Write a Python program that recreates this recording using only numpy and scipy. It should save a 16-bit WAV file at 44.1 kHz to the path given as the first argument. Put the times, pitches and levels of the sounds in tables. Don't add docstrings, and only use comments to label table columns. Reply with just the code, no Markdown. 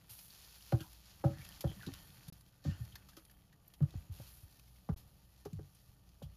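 import sys
import numpy as np
from scipy import signal
from scipy.fft import rfft, irfft
from scipy.io import wavfile

SR = 44100
rng = np.random.default_rng(int(sys.argv[2]) if len(sys.argv) > 2 else 0)


def voltage_ratio(decibels):
    exponent = np.asarray(decibels, float) / 20
    return 10 ** exponent


def file_out(sig):
    cols = np.atleast_2d(sig).T
    lim = np.clip(cols, -1, 1)
    pcm = np.round(lim * 32767).astype(np.int16)
    wavfile.write(sys.argv[1], SR, pcm)


N = 280476

# start in seconds, peak in dB, settled pitch in Hz,
# swell in seconds, t60 in seconds.
STOVE_THUDS = [(0.096, -56, 109, 0.014, 0.11), (0.728, -20.5, 117.6, 0.011, 0.086),
               (0.802, -43, 138, 0.014, 0.057), (1.247, -21, 130, 0.012, 0.086),
               (1.302, -40, 137, 0.0017, 0.2), (1.385, -44.5, 131.3, 0.012, 0.099),
               (1.641, -26, 138, 0.018, 0.02), (1.663, -25.5, 71, 0.012, 0.037),
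               (1.689, -40, 146, 0.012, 0.069), (1.759, -51, 187, 0.025, 0.062),
               (1.869, -34.5, 139, 0.0045, 0.064), (1.918, -40.5, 76, 0.0098, 0.044),
               (2.273, -44.5, 152.6, 0.017, 0.12), (2.653, -32, 142.7, 0.016, 0.14),
               (2.666, -32.5, 92.7, 0.015, 0.16), (2.682, -32, 163, 0.011, 0.046),
               (2.718, -40, 83.5, 0.0088, 0.045), (2.799, -36.5, 115, 0.015, 0.12),
               (2.92, -53, 115, 0.022, 0.034), (3.806, -20.5, 143, 0.028, 0.059),
               (3.953, -33, 81.5, 0.0039, 0.11), (4.095, -36, 87, 0.01, 0.095),
               (4.198, -43.5, 104, 0.0025, 0.13), (4.429, -41.5, 69.5, 0.011, 0.048),
               (4.89, -27, 151.6, 0.0088, 0.058), (4.914, -28.5, 61.5, 0.015, 0.075),
               (5.453, -48, 149, 0.023, 0.051), (5.525, -39, 153, 0.01, 0.14),
               (5.56, -38, 83.7, 0.012, 0.087), (5.599, -47, 142.4, 0.0099, 0.18),
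               (5.888, -53, 59, 0.0068, 0.064), (6.225, -43.5, 143.4, 0.004, 0.15),
               (6.24, -42.5, 90, 0.0126, 0.16)]
# time in seconds, level of the lower sizzle in dB, level of the upper
# treble in dB, level of the stirring in dB.
SAUCE_COURSE = [(0.0, -74, -73, -76.5), (0.09, -78, -74.5, -78), (0.1, -67, -59, -93),
                (0.27, -63.5, -61, -84), (0.42, -61.5, -61, -86), (1.0, -68, -67.5, -86.5),
                (1.27, -69.5, -67, -70.5), (1.42, -65, -62.5, -65), (1.61, -65.5, -67, -68.5),
                (1.83, -62.5, -63, -64), (2.29, -70, -69.5, -73), (2.33, -76, -70, -78),
                (2.635, -76, -75.5, -82), (2.65, -62.5, -69, -65), (2.824, -71, -68.5, -70),
                (3.15, -77.5, -70.5, -77.5), (3.55, -81, -79.5, -82.5), (3.804, -81.5, -75.5, -81),
                (3.974, -72.5, -70.5, -76), (4.11, -77.5, -75, -78), (4.13, -66, -62.5, -72.5),
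                (4.312, -67, -67.5, -76), (4.58, -75, -71, -83), (4.95, -75.5, -73, -81.5),
                (4.97, -75, -73, -81), (5.206, -79, -76, -82), (5.612, -75, -73.5, -86),
                (6.36, -80, -78, -80.5)]
# frequency in Hz, relative density in dB per Hz.
SIZZLE_SPECTRUM = [(590, -8.5), (1000, -5.5), (1150, -6.5), (1840, -9), (2020, -8.5), (2560, -4),
                   (3760, -2), (4460, 0.5), (6940, -4.5), (8230, -10), (9010, -9), (10800, -3),
                   (12700, -4.5), (15000, -9)]
USUAL_BLOW_DB = -35


def in_time(rows):
    s, *columns = np.transpose(rows)
    return [np.interp(np.arange(N) / SR, s, column) for column in columns]


def rms_one(x):
    return x / np.sqrt(np.mean(x ** 2) + 1e-20)


def colour(x, spectrum):
    hz, db = np.transpose(spectrum)
    bins_hz = np.maximum(np.arange(N // 2 + 1) * SR / N, 1)
    gain = voltage_ratio(np.interp(np.log(bins_hz), np.log(hz), db))
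    return rms_one(irfft(rfft(x) * gain, N))


def drift(per_s):
    knots = rng.standard_normal(300)
    return np.interp(np.arange(N) / SR * per_s, np.arange(300), knots)


def resonate(x, hz, width_hz):
    r = np.exp(-np.pi * width_hz / SR)
    return signal.lfilter([(1 - r * r) / 2, 0, (r * r - 1) / 2],
                          [1, -2 * r * np.cos(2 * np.pi * hz / SR), r * r], x)


def add(out, s, piece):
    at = round(s * SR)
    out[at:at + len(piece)] += piece[:N - at]


def grains(per_s, size_db):
    born = rng.random(N) < per_s * voltage_ratio(3.0 * drift(25)) / SR
    size = voltage_ratio(size_db * np.minimum(rng.exponential(1, N), 5))
    return rms_one(born * size * rng.choice([-1, 1], N))


def rumble():
    # frequency in Hz, relative density in dB per Hz.
    room_spectrum = [(15, -23), (25, 2.5), (65, -0.5), (189, -4.5), (236, -18.5), (288, -12.5), (352, -21),
                     (902, -20.5), (1060, -32.5), (1170, -20), (1400, -35), (1850, -50.5), (2050, -82),
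                     (3000, -30), (3900, -49), (6600, -120)]
    # frequency in Hz, width of each of two equal resonances in Hz, relative level in dB.
    hum_bands = [(59.1, 3.2, -2), (123.65, 1.37, -11), (188.4, 5.9, -15.5)]
    rumble_db, db_per_stir_db, usual_stir_db = -66, 0.38, -80
    shake_db, db_per_thud_db, shake_t60_s = -67.5, 0.72, 1.12

    white = rng.standard_normal(N)
    hum = 0
    for hz, width, db in hum_bands:
        hum = hum + voltage_ratio(db) * rms_one(resonate(resonate(white, hz, width), hz, width))

    s, thud_db = np.transpose(STOVE_THUDS)[:2]
    jolts = np.zeros(N)
    jolts[(s * SR).astype(int)] = voltage_ratio(shake_db + db_per_thud_db * (thud_db - USUAL_BLOW_DB)) ** 2
    shaken_power = signal.lfilter([1], [1, -voltage_ratio(-60 / (shake_t60_s * SR)) ** 2], jolts)

    stir_db = in_time(SAUCE_COURSE)[2]
    steady = voltage_ratio(rumble_db + db_per_stir_db * (stir_db - usual_stir_db) + 0.5 * drift(6.7))
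    return np.sqrt(steady ** 2 + shaken_power) * (colour(rng.standard_normal(N), room_spectrum) + hum)


def sauce():
    # frequency in Hz, width in Hz, relative level in dB.
    floor_modes = [(1240, 26, -22.5), (1490, 170, -7.5), (1800, 21, -7.5), (1945, 5.1, -16),
                   (2580, 180, -10), (3170, 140, -11), (4370, 31, -11), (6800, 86, -11.5)]
    split_hz, flicker_db, sing_db, patchy_db = 8300, 2.0, -16, 4
    rub_share = 0.41
    sizzle_db, upper_db, stir_db = in_time(SAUCE_COURSE)

    fizz = colour(grains(9000, 4.1) + 0.56 * rng.standard_normal(N), SIZZLE_SPECTRUM)
    lower = signal.sosfiltfilt(signal.butter(6, split_hz, fs=SR, output="sos"), fizz)
    sing = sum(voltage_ratio(db) * rms_one(resonate(lower, hz, width)) for hz, width, db in floor_modes)
    sizzle = voltage_ratio(sizzle_db + flicker_db * drift(18)) * (rms_one(lower) + voltage_ratio(sing_db) * sing)
    sizzle += voltage_ratio(upper_db + flicker_db * drift(7.4)) * rms_one(fizz - lower)

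    slips = grains(1600, 3.3)
    scrape = 0
    for hz, width, db in floor_modes:
        scrape = scrape + voltage_ratio(db + patchy_db * drift(10)) * rms_one(resonate(slips, hz, width))

    bursts, pitches_hz, dealt = grains(2500, 6.4), np.geomspace(800, 3200, 14), rng.integers(0, 14, N)
    wet = sum(resonate(bursts * (dealt == k) + 1e-18, hz, hz / 2.2) for k, hz in enumerate(pitches_hz))
    stirring = np.sqrt(rub_share) * rms_one(scrape) + np.sqrt(1 - rub_share) * rms_one(wet)
    return sizzle + voltage_ratio(stir_db) * stirring


def slurps():
    # start in seconds, length in seconds, first pitch in Hz, last pitch in Hz, level in dB.
    glides = [(0.791, 0.041, 3050, 3055, -58.5), (0.796, .04, 1467, 1455, -57.5),
              (0.83, 0.055, 900, 950, -69), (1.32, 0.11, 1780, 1845, -65), (1.404, 0.034, 2160, 2440, -63),
              (1.66, 0.08, 3220, 3160, -61.5), (1.805, 0.016, 1720, 1850, -57.5),
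              (1.88, 0.176, 3070, 3170, -72), (2.693, 0.071, 2700, 3050, -67),
              (2.694, 0.073, 1480, 1510, -66.5)]
    half_width_hz = 140
    out = np.zeros(N)
    lowpass = signal.butter(2, half_width_hz, fs=SR, output="sos")
    wobble = signal.sosfilt(lowpass, rng.standard_normal((2, N)))
    wobble = wobble / wobble.std()
    for s, length, from_hz, to_hz, db in glides:
        t, at = np.arange(round(length * SR)) / SR, round(s * SR)
        phase = 2 * np.pi * (from_hz * t + (to_hz - from_hz) * t * t / (2 * length))
        in_phase, quadrature = wobble[:, at:at + len(t)]
        tone = in_phase * np.cos(phase) + quadrature * np.sin(phase)
        swell = np.sqrt(np.sin(np.pi * t / length))
        add(out, s, voltage_ratio(db) * swell * tone)
    return out


def spits():
    # start in seconds, nominal peak in dB, pitch in Hz,
    # t60 in seconds, share of broad crack from 0 to 1.
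    clear_spits = [(0.094, -48, 11900, 0.14, 0.8), (0.188, -44, 12700, 0.075, 1),
                   (0.3036, -46.5, 4370, 0.041, 0.1), (0.623, -45.5, 4270, 0.039, 0.7),
                   (0.721, -32.5, 1370, 0.051, 0.06), (0.805, -42, 3050, 0.097, 0.77),
                   (0.9304, -43, 11600, 0.02, 0.3), (1.2397, -44.5, 1280, 0.25, 0.2),
                   (1.4486, -40.5, 2580, 0.032, 0.74), (1.489, -37, 11700, 0.017, 0.77),
                   (1.523, -42.5, 3160, 0.015, 0.15), (1.607, -34.5, 11700, 0.069, 0.78),
                   (1.8293, -46.5, 1470, 0.15, 0), (1.8643, -38, 4000, 0.054, 0.34),
                   (1.9372, -35, 1400, 0.026, 0.95), (2.2818, -41, 11000, 0.056, 0.6),
                   (2.3253, -49, 12700, 0.07, 0.54), (2.409, -47.5, 10400, 0.022, 0.3),
                   (2.64, -51, 4370, 0.074, 0.7), (2.85, -50, 1260, 0.04, 1), (2.921, -53, 3140, 0.13, 0),
                   (2.9546, -37, 4320, 0.042, 0.6), (2.956, -42.5, 1800, 0.047, 0),
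                   (3.086, -50, 1240, 0.14, 0.88), (3.167, -45, 1270, 0.098, 0.76),
                   (3.2502, -47.5, 9900, 0.03, 0.5), (3.2969, -52.5, 1670, 0.046, 0.5),
                   (3.3107, -49.5, 11700, 0.033, 0.26), (3.526, -54.5, 1840, 0.057, 0.5),
                   (3.6794, -38.5, 13100, 0.016, 0), (3.737, -47.5, 3170, 0.05, 0.8),
                   (3.822, -54, 1190, 0.11, 0.54), (3.906, -51, 3730, 0.03, 0.8),
                   (4.595, -43, 2860, 0.019, 0.75), (4.8888, -41.5, 1200, 0.067, 0.02),
                   (4.9722, -51.5, 11600, 0.21, 0.6), (5.4512, -45.5, 1160, 0.092, 0.7),
                   (5.5303, -45.5, 7100, 0.023, 0.46), (5.7485, -49, 9150, 0.024, 0.15),
                   (6.0903, -53, 4840, 0.021, 0.86), (6.224, -49, 3220, 0.11, 0.57)]
    faint_spit = (8.8, 0.027, 0.52)
    q, count, spread_db = 14.0, 50, 5.0
    out, t = np.zeros(N), np.arange(SR // 8) / SR
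    crack = colour(rng.standard_normal(N), SIZZLE_SPECTRUM)
    white = rng.standard_normal(N)

    faint_db, faint_t60, faint_broad = faint_spit
    upper_db = in_time(SAUCE_COURSE)[1]
    chance_spits = []
    for when, size, pitch in rng.random((count, 3)):
        db = upper_db[int(when * N)] + faint_db + spread_db * (2 * size - 1)
        chance_spits.append((when * N / SR, db, 1500 * 9 ** pitch, faint_t60, faint_broad))

    for s, db, hz, t60, broad in [*clear_spits, *chance_spits]:
        at = min(round(s * SR), N - len(t))
        pocket = rms_one(resonate(white[at:at + len(t)], hz, hz / q))
        shape = voltage_ratio(db - 7.5 - 60 * t / t60) * np.minimum(t / 0.001, 1)
        noise = np.sqrt(broad) * crack[at:at + len(t)] + np.sqrt(1 - broad) * pocket
        add(out, s, shape * noise)
    return out


def knocks():
    # start in seconds, peak of the ringing in dB, pitch favoured by
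    # the spot struck in Hz, share of the free ring time, tock against the ringing peak in dB.
    blows = [(0.7225, -27, 608, 0.66, -3), (0.743, -33, 324, 0.62, -10), (0.805, -50.5, 319, 0.25, 6.5),
             (1.239, -24, 686, 1, -8.5), (1.64, -28.5, 626, 0.36, -19), (1.664, -41, 563, 0.88, -13),
             (1.711, -47, 467, 0.15, -10), (1.872, -42.5, 297, 0.087, 1.5), (1.886, -41.5, 278, 0.16, 3.5),
             (2.648, -43, 523, 1, -6), (2.652, -43, 289, 0.28, 9), (3.171, -50.5, 305, 0.42, -11),
             (3.804, -40.5, 248, 0.53, 3.5), (3.827, -44.5, 253, 0.56, -8), (3.938, -48.5, 416, 0.2, -26),
             (4.199, -50, 610, 0.33, -2), (4.889, -36.5, 687, 0.086, -3), (4.894, -40, 420, 0.21, 0.5),
             (5.456, -37.5, 400, 0.16, 5), (5.588, -43.5, 424, 0.22, 1), (6.218, -44, 557, 0.15, -15)]
    # frequency in Hz, relative level in dB, free t60 in seconds.
    pan_modes = [(225, -20, 0.026), (287, -2, 0.1), (322, 7, 0.24), (373, -11, 0.12), (560, 5, 0.19),
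                 (586, -5, 0.14), (657, -7, 0.11), (770, 4, 0.19), (799, -4, 0.13), (888, -14, 0.1),
                 (1200, -20, 0.07)]
    lag_cycles, below_db, above_db = 1.02, 5.5, 11.5
    tock_cycles = 26.6
    scuff_db, db_per_knock_db, scuff_t60_s = -51.5, 0.8, 0.06
    soft_hz = 1900
    out, t = np.zeros(N), np.arange(SR // 3) / SR
    hz, mode_db, t60 = np.transpose(pan_modes)[:, :, None]
    chance_db = rng.normal(0, 2.5, (len(blows), len(pan_modes), 1))
    band = signal.butter(4, [220, 1600], "band", fs=SR, output="sos")
    grit = rms_one(signal.sosfilt(band, rng.standard_normal(N)))

    for (s, db, spot_hz, free, tock_db), luck_db in zip(blows, chance_db):
        spot_loss_db = np.where(hz > spot_hz, above_db, below_db) * np.abs(np.log2(hz / spot_hz))
        strength = voltage_ratio(mode_db - spot_loss_db + luck_db - 60 * t / (t60 * free))
        build_up = 1 - np.exp(-(t * hz / lag_cycles) ** 2)
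        ring = np.sum(strength * build_up * np.sin(2 * np.pi * hz * t), axis=0)

        cycles = spot_hz * t
        tock = voltage_ratio(tock_db - 60 * cycles / tock_cycles) * (1 - np.exp(-(cycles / 1.3) ** 2))
        tock = tock * np.sin(2 * np.pi * cycles)

        rub = np.roll(grit, -round(s * SR))[:len(t)]
        rub_db = scuff_db + db_per_knock_db * (db - USUAL_BLOW_DB)
        scuff = rub * voltage_ratio(rub_db - 60 * t / scuff_t60_s) * np.minimum(t / 0.0024, 1)
        add(out, s, voltage_ratio(db) * (ring / np.abs(ring).max() + tock) + scuff)
    return signal.sosfilt(signal.butter(3, soft_hz, fs=SR, output="sos"), out)


def thuds():
    glide_s, bend = 0.0051, 1.284
    sway_db, db_per_thud_db = -41.5, 0.73
    sway_ratio, sway_lag = 0.65, 1.23
    out, t = np.zeros(N), np.arange(SR // 3) / SR
    for s, db, hz, swell, t60 in STOVE_THUDS:
        cycles = hz * (t + glide_s * (1 - np.exp(-t / glide_s)))
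        deep_db = sway_db + db_per_thud_db * (db - USUAL_BLOW_DB)
        for level_db, ratio, slow in (db, 1, 1), (deep_db, sway_ratio, sway_lag):
            rise = np.sin(np.pi / 2 * np.minimum(t / (swell * slow), 1)) ** 2
            fade_db = -60 * (np.maximum(t / slow - swell, 0) / t60) ** bend
            add(out, s, voltage_ratio(level_db + fade_db) * rise * np.sin(2 * np.pi * ratio * cycles))
    return out


def kitchen(x):
    t60_s, wet_db, bass_hz, wall_hz = 0.25, -21, 250, 3500
    t = np.arange(SR // 2) / SR
    tail = rng.standard_normal(len(t)) * voltage_ratio(-60 * t / t60_s) * (t > 0.008)
    tail = signal.sosfilt(signal.butter(1, [bass_hz, wall_hz], "band", fs=SR, output="sos"), tail)
    return x + voltage_ratio(wet_db) * signal.fftconvolve(x, tail / np.linalg.norm(tail))[:N]


def scene():
    in_room = kitchen(thuds() + knocks() + spits() + slurps())
    return (in_room + sauce() + rumble())[None]


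def roll_off(x):
    return signal.sosfilt(signal.butter(12, 15660, fs=SR, output="sos"), x)


def record(dry):
    # start in seconds, end in seconds, fade before the start in seconds.
    gaps = [(2.3003, 2.324, 0.00016), (4.946, 4.962, .004)]
    gap_db, top_hz, low_hz = -55, 15400, 42
    notch_hz, notch_width_hz, notch_share = 8250, 600, 0.78
    heard = signal.sosfilt(signal.cheby2(14, 50, top_hz, fs=SR, output="sos"), dry)
    heard = signal.sosfilt(signal.butter(2, low_hz, "high", fs=SR, output="sos"), heard)
    for hz in notch_hz - 200, notch_hz + 200:
        heard = heard - notch_share * resonate(heard, hz, notch_width_hz)

    t, muted = np.arange(N) / SR, np.zeros(N)
    for start, end, fade in gaps:
        muted += np.interp(t, [start - fade, start, end, end + 20 / SR], [0, 1, 1, 0])
    mix = heard * (1 - muted * (1 - voltage_ratio(gap_db)))
    return roll_off(mix)


dry = scene()
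out = record(dry)
file_out(out)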